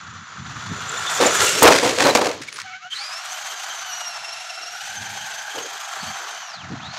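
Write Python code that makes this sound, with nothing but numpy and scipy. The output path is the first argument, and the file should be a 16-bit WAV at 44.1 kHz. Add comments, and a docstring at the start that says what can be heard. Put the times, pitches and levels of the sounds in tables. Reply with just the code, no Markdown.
"""Toy trucks drifting on asphalt

Two small electric remote-controlled trucks, heard close to the ground. One races past, slams and scrapes
its plastic body, coasts, then whines off again with hopping wheels, brakes and pulls away. The other gives
bursts of throttle far off. Motors are sums of sine orders; tyres, scrapes and stones are filtered random
contacts; wind, thuds and ticks are filtered noise; squeaks and chirps are sines. A faint echo surrounds the trucks.
"""
import sys
import numpy as np
from scipy import signal
from scipy.fft import rfft, irfft
from scipy.io import wavfile
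from scipy.ndimage import uniform_filter1d, minimum_filter1d, map_coordinates

SR = 44100
rng = np.random.default_rng(int(sys.argv[2]) if len(sys.argv) > 2 else 0)


def materialize(psi):
    """Save the field psi as 16-bit PCM at rate SR to the path in sys.argv[1].

    A 1-D psi becomes a single channel; in a 2-D psi each row is a channel.
    """
    bounded = np.clip(np.atleast_2d(psi).T, -1, 1)
    quanta = np.round(bounded * 32767).astype(np.int16)
    wavfile.write(sys.argv[1], SR, quanta)


N = 307818
TIME = np.arange(N) / SR  # seconds

# Spectra only shape a sound, which is then scaled to an rms of 1.
# A swell's length_s spans its two points at 1/e of the peak.

# Wind gusts on the microphone: middle_s, level_db, length_s
WIND_GUSTS = [(0.145, -45.5, 0.23), (0.44, -42.5, 0.18), (0.69, -36, 0.4), (1.695, -43, 1.29),
              (5.068, -48, 0.33), (6.084, -44.5, 0.13), (6.758, -38.5, 0.27)]
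# Spectrum of the wind rumble: frequency_hz, level_db
WIND_SPECTRUM = [(20, -48), (50, -22.5), (90, 1.5), (140, 2.5), (210, -1.5), (320, -14.5), (3000, -95)]
BREEZE_DB = -71

# Throttle bursts of the far truck: start_s, end_s, motor_turns_hz, level_db (before the hum wavers)
FAR_BURSTS = [(2.65, 2.776, 752, -41.5), (2.818, 2.885, 750, -41.5), (2.987, 3.035, 810, -41.5),
              (3.299, 4.751, 740, -50.5), (4.801, 5.515, 804, -47.5), (5.7, 6.426, 796, -47)]
# Low motor orders that survive the distance: multiple of the motor turn, level_db
FAR_ORDERS = [(1, -5), (2, -8), (3, -9), (4, -16)]

# Loose stones skittering as the near truck coasts: start_s, level_db, length_s (before the fade)
STONE_RATTLES = [(2.326, -40, 0.014), (2.414, -35.5, 0.012), (2.474, -36.5, .006), (2.526, -38, .006),
                 (2.558, -35.5, 0.054)]
# Sideways tyre scuffs: middle_s, level_db, length_s
SCUFFS = [(2.59, -37, 0.089)]
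# Rising chirps as tyres bite: middle_s, pitch_hz (at the middle), length_s, level_db
CHIRPS = [(2.745, 1420, 0.085, -39), (2.851, 1400, 0.08, -39)]
CHIRP_RISE_PER_S = 2.6  # share of the pitch gained each second
# Squeaks of tyres and suspension: middle_s, pitch_hz, length_s, level_db
SQUEAKS = [(0.895, 7260, 0.01, -27), (1.268, 7020, 0.012, -15), (2.106, 4020, 0.015, -20.5),
           (2.488, 2300, 0.0065, -26), (2.547, 9600, .035, -44), (5.589, 3000, 0.014, -31.5),
           (6.014, 4480, 0.028, -36.5), (6.082, 4570, 0.053, -38)]
# Ticks of flung grit: start_s, level_db, fade_s
GRIT_TICKS = [(1.448, -20, 0.0049), (1.629, -2.5, 0.0038), (1.635, -8, .002)]
# Spectrum of a grit tick: frequency_hz, level_db
TICK_SPECTRUM = [(2000, -36), (5000, -7), (8200, 2), (10500, -6), (13000, -4), (15500, -15)]
# Dull bumps: middle_s, level_db, length_s
BUMPS = [(0.719, -26.5, 0.029), (2.411, -31.5, 0.011), (6.034, -34, 0.016), (6.724, -24.5, 0.042)]
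# Spectrum of a dull bump: frequency_hz, level_db
BUMP_SPECTRUM = [(30, -37), (190, 3.5), (255, -3), (700, -32), (3000, -98)]

# Chassis blows and scrapes: start_s, body_db, drag_s, fade_s, rasp_db (relative to the body)
SCRAPES = [(1.2, -14.5, 0.032, 0.028, -5), (1.235, -17, 0.0016, 0.0028, -15),
           (1.255, -17, 0.005, 0.035, -2.5), (1.393, -33, .02, .008, 11), (1.531, -31, 0.045, 0.039, -11),
           (1.621, -8, 0.027, 0.0099, -8), (1.653, -5.5, 0.037, 0.01, -4.5),
           (1.702, -11.5, 0.011, 0.051, -2), (1.749, -24, 0.0036, 0.012, 1),
           (1.819, -18.5, 0.059, 0.053, -5.5), (1.975, -22.5, 0.021, 0.019, -1),
           (1.996, -18, 0.027, 0.066, -5.5), (2.047, -12.5, 0.02, 0.02, -16),
           (2.083, -15.5, 0.0084, 0.023, -11), (2.15, -8, 0.0064, 0.0065, -6),
           (2.168, -16, 0.025, 0.016, -16), (2.211, -13.5, 0.0046, 0.02, -12.5),
           (2.238, -21.5, 0.04, 0.053, -7), (5.539, -33, 0.062, 0.033, -19), (5.576, -42, 0.013, 0.006, 10)]
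# Resonances of the plastic body: frequency_hz, width_hz, level_db
SHELL_MODES = [(301, 31, -0.5), (478, 50, 7), (588, 60, -0.5)]
# Resonances of panels under a hard blow: frequency_hz, width_hz, level_db
PANEL_MODES = [(577, 80, 3), (744, 120, 2.5), (920, 140, -4), (1090, 88, -2.5), (1520, 100, -1),
               (2340, 130, -8.5)]
# Spectrum of the body boom: frequency_hz, level_db
BODY_SPECTRUM = [(60, -47), (120, -17), (190, -14.5), (295, -0.5), (350, -3.5), (460, 2), (720, -4.5),
                 (1070, -5.5), (1450, -14), (2200, -33), (4400, -58.5)]
# Spectrum of the low thump in the hardest blow: frequency_hz, level_db
THUMP_SPECTRUM = [(35, 2), (60, -2), (130, 3), (260, -8), (1000, -64.5)]
# Spectrum of plastic rasping on stones, also of loose stones: frequency_hz, level_db
RASP_SPECTRUM = [(150, -57), (700, -14.5), (1400, 5), (2200, 6), (3000, 1.5), (4200, 1.5), (6500, 0),
                 (8500, -7.5), (12000, -20), (15500, -30)]
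SLAM_S, SLAM_LENGTH_S = 1.67, 0.077  # middle and length of the hardest blow

# Spectrum of gritty tyre scrub: frequency_hz, level_db
SCRUB_SPECTRUM = [(300, -76.5), (1000, -13.5), (1500, 2.5), (1900, 2), (2700, 1), (3450, 0.5), (4200, 0),
                  (5100, -4.5), (6300, -2.5), (7200, -6.5), (7800, -21.5), (9500, -60), (13000, -53)]
# Spectrum of the humming body: frequency_hz, level_db
HUM_SPECTRUM = [(150, -29), (310, -7), (410, 2), (470, 1), (560, -2.5), (900, -23), (2500, -73)]
# Spectrum of the low tread resonance: frequency_hz, level_db
DRONE_SPECTRUM = [(200, -47), (500, -24.5), (630, -1), (760, 3.5), (880, 0.5), (1100, -6), (5000, -88)]
# Spectrum of the high tread resonance: frequency_hz, level_db
SONG_SPECTRUM = [(350, -56.5), (800, -18.5), (1000, -4), (1350, 1.5), (1500, -1.5), (1680, -3.5),
                 (1950, -9.5), (3000, -42), (8000, -73.5)]
# Spectrum of the grit spray: frequency_hz, level_db
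SPRAY_SPECTRUM = [(2000, -70), (5000, -6.5), (7500, 1.5), (8300, -2.5), (10000, -11.5), (12500, -13.5),
                  (15500, -30)]
# Spectrum of slapping tread blocks at the reference motor speed: frequency_hz, level_db
GROWL_SPECTRUM = [(400, -45), (650, -20), (760, -6), (850, 3), (950, -5), (1080, -28), (1300, -15),
                  (1520, 1.5), (1640, 5), (1800, -3), (2400, -39)]
GROWL_AT_HZ = 796  # reference motor speed

# Near motor and gear orders, before flutter and overtone loss: multiple of the motor turn, level_db
NEAR_ORDERS = [(1, -6), (2, -4), (4, 0), (6, -8), (7, -22), (8, 2.5), (9, -8.5), (12, -16.5), (16, -12.5)]
MESH, GEAR_RATIO = 8, 31  # pinion mesh order; motor turns per wheel turn
# Resonances of the gearbox housing: frequency_hz, width_hz, level_db
GEARBOX_MODES = [(1359, 92, 3.5), (3430, 64, -1.5), (6050, 110, -3.5), (6940, 99, -2)]

# Run-up motor speed, dropping in pitch on passing: time_s, motor_turns_hz
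RUN_UP_SPEED = [(0, 885), (1.27, 886), (1.43, 845), (1.475, 682), (1.58, 683), (2.1, 510), (2.4, 403)]
# Run-up distance from the listener: time_s, distance_m
RUN_UP_DISTANCE = [(0, 5.94), (.35, 5.8), (.6, 3.93), (.85, 2.9), (1.17, 1.2), (1.31, 1.17), (1.41, 0.68),
                   (1.55, 1.01), (2.15, 1.98), (2.4, 5.5), (2.65, 5.5), (2.82, 9.2)]
# Run-up tyre sounds by name: level_db (at 1 m, before ground loss), ground_loss_db_per_m
RUN_UP_TYRES = dict(scrub=(-23.5, 1), hum=(-28.5, 3.65), drone=(-30, 1.7), song=(-25, .02),
                spray=(-21, 6.5))

# Second-run motor speed, before wheel hop sways it: time_s, motor_turns_hz
SECOND_RUN_SPEED = [(2.943, 389.6), (2.946, 499), (2.975, 501), (2.99, 544), (3.015, 556), (3.03, 588),
                    (3.078, 619.6), (3.1, 599.3), (3.14, 655), (3.2, 695.5), (3.4, 793), (3.75, 778.6),
                    (4.2, 671), (4.65, 676.3), (5.0, 785), (5.4, 771.7), (5.8, 812), (6.2, 774),
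                    (6.44, 756), (6.5, 691), (6.6, 415), (6.64, 276), (6.71, 100), (6.77, 155), (6.83, 410),
                    (6.89, 522), (6.98, 580)]
# Second-run path: time_s, distance_m, and added drone_db (low tread), song_db (high tread), whine_db
SECOND_RUN_PATH = [(2.9, 3.4, -21, -6, 2.5), (3.03, 3.9, -11, 2, -1.5), (3.09, 3.42, -1, 4, -4),
                   (3.4, 3.06, 0, 0.5, -2.5), (3.9, 3.43, 1.5, 3.5, 2), (4.3, 3.7, 2.5, -0.5, 0),
                   (4.68, 3.77, -7.5, -18, -1.5), (4.95, 3.24, -2.5, -11, -3), (5.4, 3.28, 0.5, -3.5, -3),
                   (6.0, 3.18, 4.5, 5.5, -5), (6.38, 3.86, 3.5, 3.5, -3), (6.65, 6.2, 4.5, 3.5, 1.5),
                   (6.98, 5.7, 8, 6, 4.5)]
# Second-run tyre sounds by name: level_db (at 1 m, before ground loss), ground_loss_db_per_m
SECOND_RUN_TYRES = dict(scrub=(-24.5, 0.43), hum=(-56, 0.73), drone=(-32, 0.33), song=(-29.5, 0.051),
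                    spray=(-14, 6.24))
# Wheels spinning as the truck pulls away: middle_s, added scrub_and_spray_db, added motor_db, length_s
WHEELSPINS = [(2.998, 1.0, 9, 0.27), (6.972, 6.5, -4, 0.12)]
# Rough patches that make the body hum: middle_s, added level_db, length_s
ROUGH_PATCHES = [(3.549, 15.5, 0.064), (4.65, 16.5, 0.15), (5.3, 12, 0.58), (5.687, 25, 0.12),
                 (6.26, 22.5, 0.19)]
LAUNCH_S = 2.897  # the throttle opens for the second run


def undb(db):
    """Decibels to gain."""
    return 10 ** (np.asarray(db) / 20)


def unit(x):
    """Scale to an rms of 1."""
    return x / np.sqrt(np.mean(x ** 2))


def curves(rows):
    """Draw each column of a table as a line through time."""
    s, *columns = np.transpose(rows)
    return [np.interp(TIME, s, column) for column in columns]


def swell(s, length):
    """A smooth bump centred on a moment."""
    return np.exp(-(2 * (TIME - s) / length) ** 2)


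def gate(start, end, edge):
    """On between two moments, with straight edges of the given length."""
    return np.clip(np.minimum(TIME - start, end - TIME) / edge + .5, 0, 1)


def walk(rate):
    """Smooth random drift with an rms of 1, from the given number of random steps per second."""
    k = max(int(SR / rate), 1)
    steps = np.repeat(rng.standard_normal(N // k + 1), k)
    return unit(uniform_filter1d(uniform_filter1d(steps, k), k)[:N])


def grit(rate, spread_db):
    """Tiny contacts at random, rate per second; a positive spread makes a few harder, a negative one weaker."""
    size = undb(spread_db * np.minimum(rng.exponential(size=N), 5))
    return unit((rng.random(N) < rate / SR) * size * rng.standard_normal(N))


def colour(x, points):
    """Causal filter through (Hz, dB) points; the result has an rms of 1."""
    hz, db = np.transpose(points)
    size = 4096
    grid = np.maximum(np.fft.rfftfreq(size, 1 / SR), 1)
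    cepstrum = irfft(np.log(undb(np.interp(np.log(grid), np.log(hz), db))))
    # Folding the cepstrum forward gives the filter minimum phase
    cepstrum[1:size // 2] *= 2
    cepstrum[size // 2 + 1:] = 0
    impulse = irfft(np.exp(rfft(cepstrum)))
    return unit(signal.fftconvolve(x, impulse)[:N])


def resonate(x, modes):
    """Ring a set of (Hz, width Hz, dB) resonances; the result has an rms of 1."""
    rings = (undb(db) * signal.lfilter(*signal.iirpeak(hz, hz / width, fs=SR), x) for hz, width, db in modes)
    return unit(sum(rings))


def bend(x, ratio):
    """Shift all the pitches of a sound by a ratio that changes with time, by varying its playback speed."""
    return map_coordinates(x, [np.cumsum(ratio)], order=3, mode="mirror")


def carry(metres, db, loss_db):
    """Gain at a distance: spreading, and a further loss for each metre of asphalt."""
    return undb(db - loss_db * metres) / np.maximum(metres, .1)


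def wind():
    """Eddies rumble on the microphone: gusts swell and die over a faint breeze."""
    strength = undb(BREEZE_DB) + sum(undb(db) * swell(s, length) for s, db, length in WIND_GUSTS)
    return strength * undb(3.24 * walk(30)) * colour(rng.standard_normal(N), WIND_SPECTRUM)


def car_park(x, t60_s=0.61, echo_db=-27):
    """Distant walls and trees return a faint, dull tail."""
    tail_spectrum = [(150, -20.0), (800, -8.5), (2500, -7.0), (7000, -6.5), (12000, -37)]
    tail = colour(rng.standard_normal(N), tail_spectrum)
    tail = (tail * undb(-60 * TIME / t60_s) * (TIME > .04))[:SR]
    return x + undb(echo_db) * signal.fftconvolve(x, tail / np.linalg.norm(tail))[:N]


def whine(hz, orders, wobble, rough, flutter_db, overtone_db=0, full_hz=680):
    """Motor and gear orders; load sways the speed, and play between the teeth smears each line."""
    turns = np.cumsum(hz * (1 + wobble * walk(45) + rough * walk(700))) / SR
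    # The rotor only shakes at speed; the teeth sing at any speed
    shake = np.minimum(hz / full_hz, 1) ** 6
    total = np.zeros(N)
    for order, db in orders:
        weight = 1 if order >= MESH - 1 else shake
        above_mesh_db = overtone_db * (order > MESH + 1)
        level = undb(db + flutter_db * walk(70)) * weight * undb(above_mesh_db)
        total += level * np.sin(2 * np.pi * order * turns)
    return unit(total)


def no_bass(x):
    """A gearbox this small radiates no bass."""
    return signal.sosfilt(signal.butter(6, 640, "high", fs=SR, output="sos"), x)


def far_truck(edge_s=0.029, gearbox_db=-7, scrub_db=-4, waver_db=2.0):
    """Bursts of throttle far off, each at its own speed: a wavering hum under hoarse gears and tyre scrub."""
    (hz,) = curves([(s, hz) for start, end, hz, db in FAR_BURSTS for s in (start, end)])
    throttle = sum(undb(db) * gate(start, end, edge_s) for start, end, _, db in FAR_BURSTS)
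    hoarse = undb(gearbox_db) * resonate(grit(rate=3600, spread_db=2.0), GEARBOX_MODES[:1])
    scrub = undb(scrub_db) * colour(grit(rate=5400, spread_db=0.5), SCRUB_SPECTRUM)
    hum = whine(hz, FAR_ORDERS, wobble=.014, rough=.03, flutter_db=3.5)
    hum = hum * undb(waver_db * (walk(25) + 1))
    return no_bass(throttle * (hum + hoarse + scrub))


def thuds():
    """Short, dull bumps of low noise close to the microphone."""
    force = sum(undb(db) * swell(s, length) for s, db, length in BUMPS)
    return force * colour(rng.standard_normal(N), BUMP_SPECTRUM)


def stones(fade_s=0.021):
    """Short rattles of loose grit: random contacts that start at once and fade."""
    force = np.zeros(N)
    for s, db, length in STONE_RATTLES:
        force += undb(db) * (TIME > s) * np.exp(-np.maximum(TIME - s - length, 0) / fade_s)
    return force * colour(grit(rate=9000, spread_db=3.0), RASP_SPECTRUM) * undb(3.1 * walk(220))


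def ticks():
    """Sharp, bright ticks of flung grit: noise that starts at once and dies away."""
    force = sum(undb(db) * (TIME > s) * np.exp(-np.maximum(TIME - s, 0) / fade) for s, db, fade in GRIT_TICKS)
    return force * colour(rng.standard_normal(N), TICK_SPECTRUM)


def slips(rough=.02, octave_db=-9):
    """Tyres lose and regain their grip: gritty scuffs and short rising chirps."""
    scuff_force = sum(undb(db) * swell(s, length) for s, db, length in SCUFFS)
    out = scuff_force * colour(grit(rate=3000, spread_db=6.0), SONG_SPECTRUM)
    sway = 1 + rough * walk(360)
    for s, hz, length, db in CHIRPS:
        pitch_hz = hz * sway * (1 + CHIRP_RISE_PER_S * (TIME - s))
        phase = 2 * np.pi * np.cumsum(pitch_hz) / SR
        chirp = unit(np.sin(phase) + undb(octave_db) * np.sin(2 * phase))
        out = out + undb(db) * swell(s, length) * chirp
    return out


def squeaks(rough=0.025):
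    """Brief stick-slip tones of unsteady pitch."""
    clock = np.cumsum(1 + rough * walk(600)) / SR
    out = np.zeros(N)
    for s, hz, length, db in SQUEAKS:
        out += undb(db) * swell(s, length) * np.sqrt(2) * np.sin(2 * np.pi * hz * clock)
    return out


def chassis(hard_db=-6, flex=.035, sag=.2, screech_db=1, screech_s=0.021):
    """Dense slips boom in the plastic shell and rasp on stones; panels flex, and screech in the hardest blow."""
    push, drag = np.zeros(N), np.zeros(N)
    for s, db, hold, fade, rasp_db in SCRAPES:
        age = np.maximum(TIME - s, 0)
        rise = min(0.00069 * undb(2 * (hard_db - db)), hold / 2)  # gentle contacts ease in
        contact = np.minimum(age / rise, 1) * np.exp(-np.maximum(age - hold, 0) / fade)
        push += undb(db) * contact
        drag += undb(db + rasp_db) * contact
    force = np.minimum(push / undb(hard_db), 1)
    slam = swell(SLAM_S, SLAM_LENGTH_S)
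    # The panel pitch falls through the hardest blow
    buckle = 1 - sag * slam * (TIME - SLAM_S) / (SLAM_LENGTH_S / 4)
    shell = bend(resonate(grit(rate=4000, spread_db=0.5), SHELL_MODES), 1 + flex * walk(25))
    boom = colour(grit(rate=3700, spread_db=1.5), BODY_SPECTRUM) * undb(-2.5) + shell * undb(-6.0)
    crunch = bend(resonate(grit(rate=3700, spread_db=-3.5), PANEL_MODES), buckle)
    crunch = crunch * undb(-0.5) * force ** 0.82
    thump = colour(rng.standard_normal(N), THUMP_SPECTRUM) * undb(-34.0) * slam
    rasp_flutter_db = 6.3 * np.tanh(walk(260)) + 3.2 * np.tanh(walk(90))
    rasp = colour(grit(rate=7000, spread_db=2.5), RASP_SPECTRUM) * undb(rasp_flutter_db)
    screech = bend(resonate(grit(rate=2500, spread_db=5.0), PANEL_MODES[-3:]), buckle)
    screech = screech * undb(screech_db) * swell(SLAM_S, screech_s)
    return push * (boom + crunch) + thump + screech + drag * rasp


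def tyres(metres, parts, hop=0, spin_db=0, drone_db=0, song_db=0, shake_db=0):
    """Rubber tears over stones: gritty scrub, body hum, two tread resonances and a spray that dies with distance."""
    cracks = walk(110)  # cracks in the asphalt jolt everything but the hum together
    scrub = colour(grit(rate=12000, spread_db=1.5), SCRUB_SPECTRUM)
    hum = colour(grit(rate=2800, spread_db=-0.5), HUM_SPECTRUM)
    drone = colour(grit(rate=3000, spread_db=-1.0), DRONE_SPECTRUM)
    song = colour(grit(rate=3000, spread_db=1.0), SONG_SPECTRUM)
    spray = colour(grit(rate=5700, spread_db=0.5), SPRAY_SPECTRUM)
    sounds = dict(
        scrub=scrub * undb(spin_db + 1.3 * cracks + 0.52 * hop),
        hum=hum * undb(shake_db + 5.6 * walk(25)),
        drone=drone * undb(drone_db + 2.45 * cracks),
        song=song * undb(song_db + 0.95 * cracks + 1.1 * hop),
        spray=spray * undb(spin_db + 2.34 * cracks))
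    return sum(sounds[name] * carry(metres, db, loss_db) for name, (db, loss_db) in parts.items())


def growl(hz, metres, db=-27, start=4.44, end=5.64):
    """In the long slide the tread blocks slap the asphalt: two broad bands that follow the wheel speed."""
    slap = colour(grit(rate=3000, spread_db=2.5), GROWL_SPECTRUM)
    return bend(slap, hz / GROWL_AT_HZ) * carry(metres, db, 0) * gate(start, end, 0.33)


def wheel_hop(hz, uneven=0.0607, start=4.18, end=6.1, elsewhere=0.2):
    """The wheels bounce once a slightly uneven turn, hardest while the truck slides."""
    turns = np.cumsum(hz / GEAR_RATIO * (1 + uneven * walk(10))) / SR
    depth = elsewhere + (1 - elsewhere) * gate(start, end, 0.089)
    return np.cos(2 * np.pi * turns) * depth


def gearbox_ring(low_hz=950, top_hz=7500):
    """Hoarse gears ring their housing, which lets neither bass nor high treble out."""
    ring = resonate(grit(rate=5000, spread_db=3.0), GEARBOX_MODES)
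    return signal.sosfilt(signal.butter(10, [low_hz, top_hz], "band", fs=SR, output="sos"), ring)


def run_up(motor_db=-24.0, motor_loss_db=5.0, gearbox_db=-24.5, gearbox_loss_db=1.3, coast_s=3.1,
           tread_db_per_hz=0.04):
    """Races close past and coasts: loaded gears turn hoarse and ring; the tread quietens as it slows."""
    (hz,), (metres,) = curves(RUN_UP_SPEED), curves(RUN_UP_DISTANCE)
    load = np.clip((hz - 660) / 40, 0, 1)
    motor = whine(hz, NEAR_ORDERS, wobble=0.00792, rough=0.00656 + 0.0253 * load,
                  flutter_db=9.0, overtone_db=-5.5)
    motor = motor * carry(metres, motor_db, motor_loss_db)
    motor += load * gearbox_ring() * carry(metres, gearbox_db, gearbox_loss_db)
    tread_db = tread_db_per_hz * (hz - hz.max())
    rolling = tyres(metres, RUN_UP_TYRES, drone_db=tread_db, song_db=tread_db)
    # Both fade out around coast_s, the motor more slowly
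    return no_bass(motor) * gate(-1, coast_s, 0.23) + rolling * gate(-1, coast_s, 0.06)


def second_run(motor_db=-25.0, motor_loss_db=0.43, race=.021, hop_db=3.5, patchy_db=1.15, stutter_db=3,
               settled_hz=660, overtone_db_per_m=4, grip_s=0.023, full_whine_hz=260):
    """Launches, drifts, brakes, pulls away: lifting wheels let the motor race; it stutters low, turns hoarse high."""
    (hz,) = curves(SECOND_RUN_SPEED)
    metres, drone_db, song_db, whine_db = curves(SECOND_RUN_PATH)
    hop = wheel_hop(hz)
    spin_db = sum(db * swell(s, length) for s, db, _, length in WHEELSPINS)
    strain_db = sum(db * swell(s, length) for s, _, db, length in WHEELSPINS)
    shake_db = sum(db * swell(s, length) for s, db, length in ROUGH_PATCHES)
    load = np.clip((hz - 730) / 70, 0, 1)  # towards top speed
    labour = np.clip((settled_hz - hz) / 100, 0, 1)  # towards low speed
    broken_db = patchy_db * (1 - labour) * walk(40) + stutter_db * labour * np.tanh(2 * walk(130))
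    racing_hz = hz * (1 + race * hop * (1 - labour))
    motor = whine(racing_hz, NEAR_ORDERS, wobble=.007, rough=0.01795 + 0.0198 * load + 0.0063 * labour,
                  flutter_db=3, overtone_db=-overtone_db_per_m * (metres - metres.min()))
    level_db = motor_db + whine_db + strain_db + hop_db * hop + broken_db
    motor_gain = carry(metres, level_db, motor_loss_db) * np.minimum(hz / full_whine_hz, 1)
    rolling = tyres(metres, SECOND_RUN_TYRES, hop, spin_db, drone_db, song_db, shake_db)
    launch = np.clip((TIME - LAUNCH_S) / grip_s, 0, 1)
    return (no_bass(motor) * motor_gain + growl(hz, metres) + rolling) * launch


def scene():
    """Both trucks with the echo of the open space, then bumps and wind without it."""
    near_truck = run_up() + second_run() + chassis()
    details = stones() + slips() + ticks() + squeaks()
    return (car_park(far_truck() + details + near_truck) + thuds() + wind())[None]


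def record(dry, ceiling=1.62, knee=5, top_hz=15700):
    """A fast limiter holds the hardest blows and overload rounds their peaks; the top is cut."""
    size = 220  # limiter window, samples
    gain = ceiling / np.maximum(np.abs(dry), ceiling)
    held = dry * uniform_filter1d(minimum_filter1d(gain, size), size)
    rounded = 0.86 * held / (0.89 ** knee + np.abs(held) ** knee) ** (1 / knee)
    return signal.sosfilt(signal.ellip(10, .2, 80, top_hz, fs=SR, output="sos"), rounded)


dry = scene()
out = record(dry)
materialize(out)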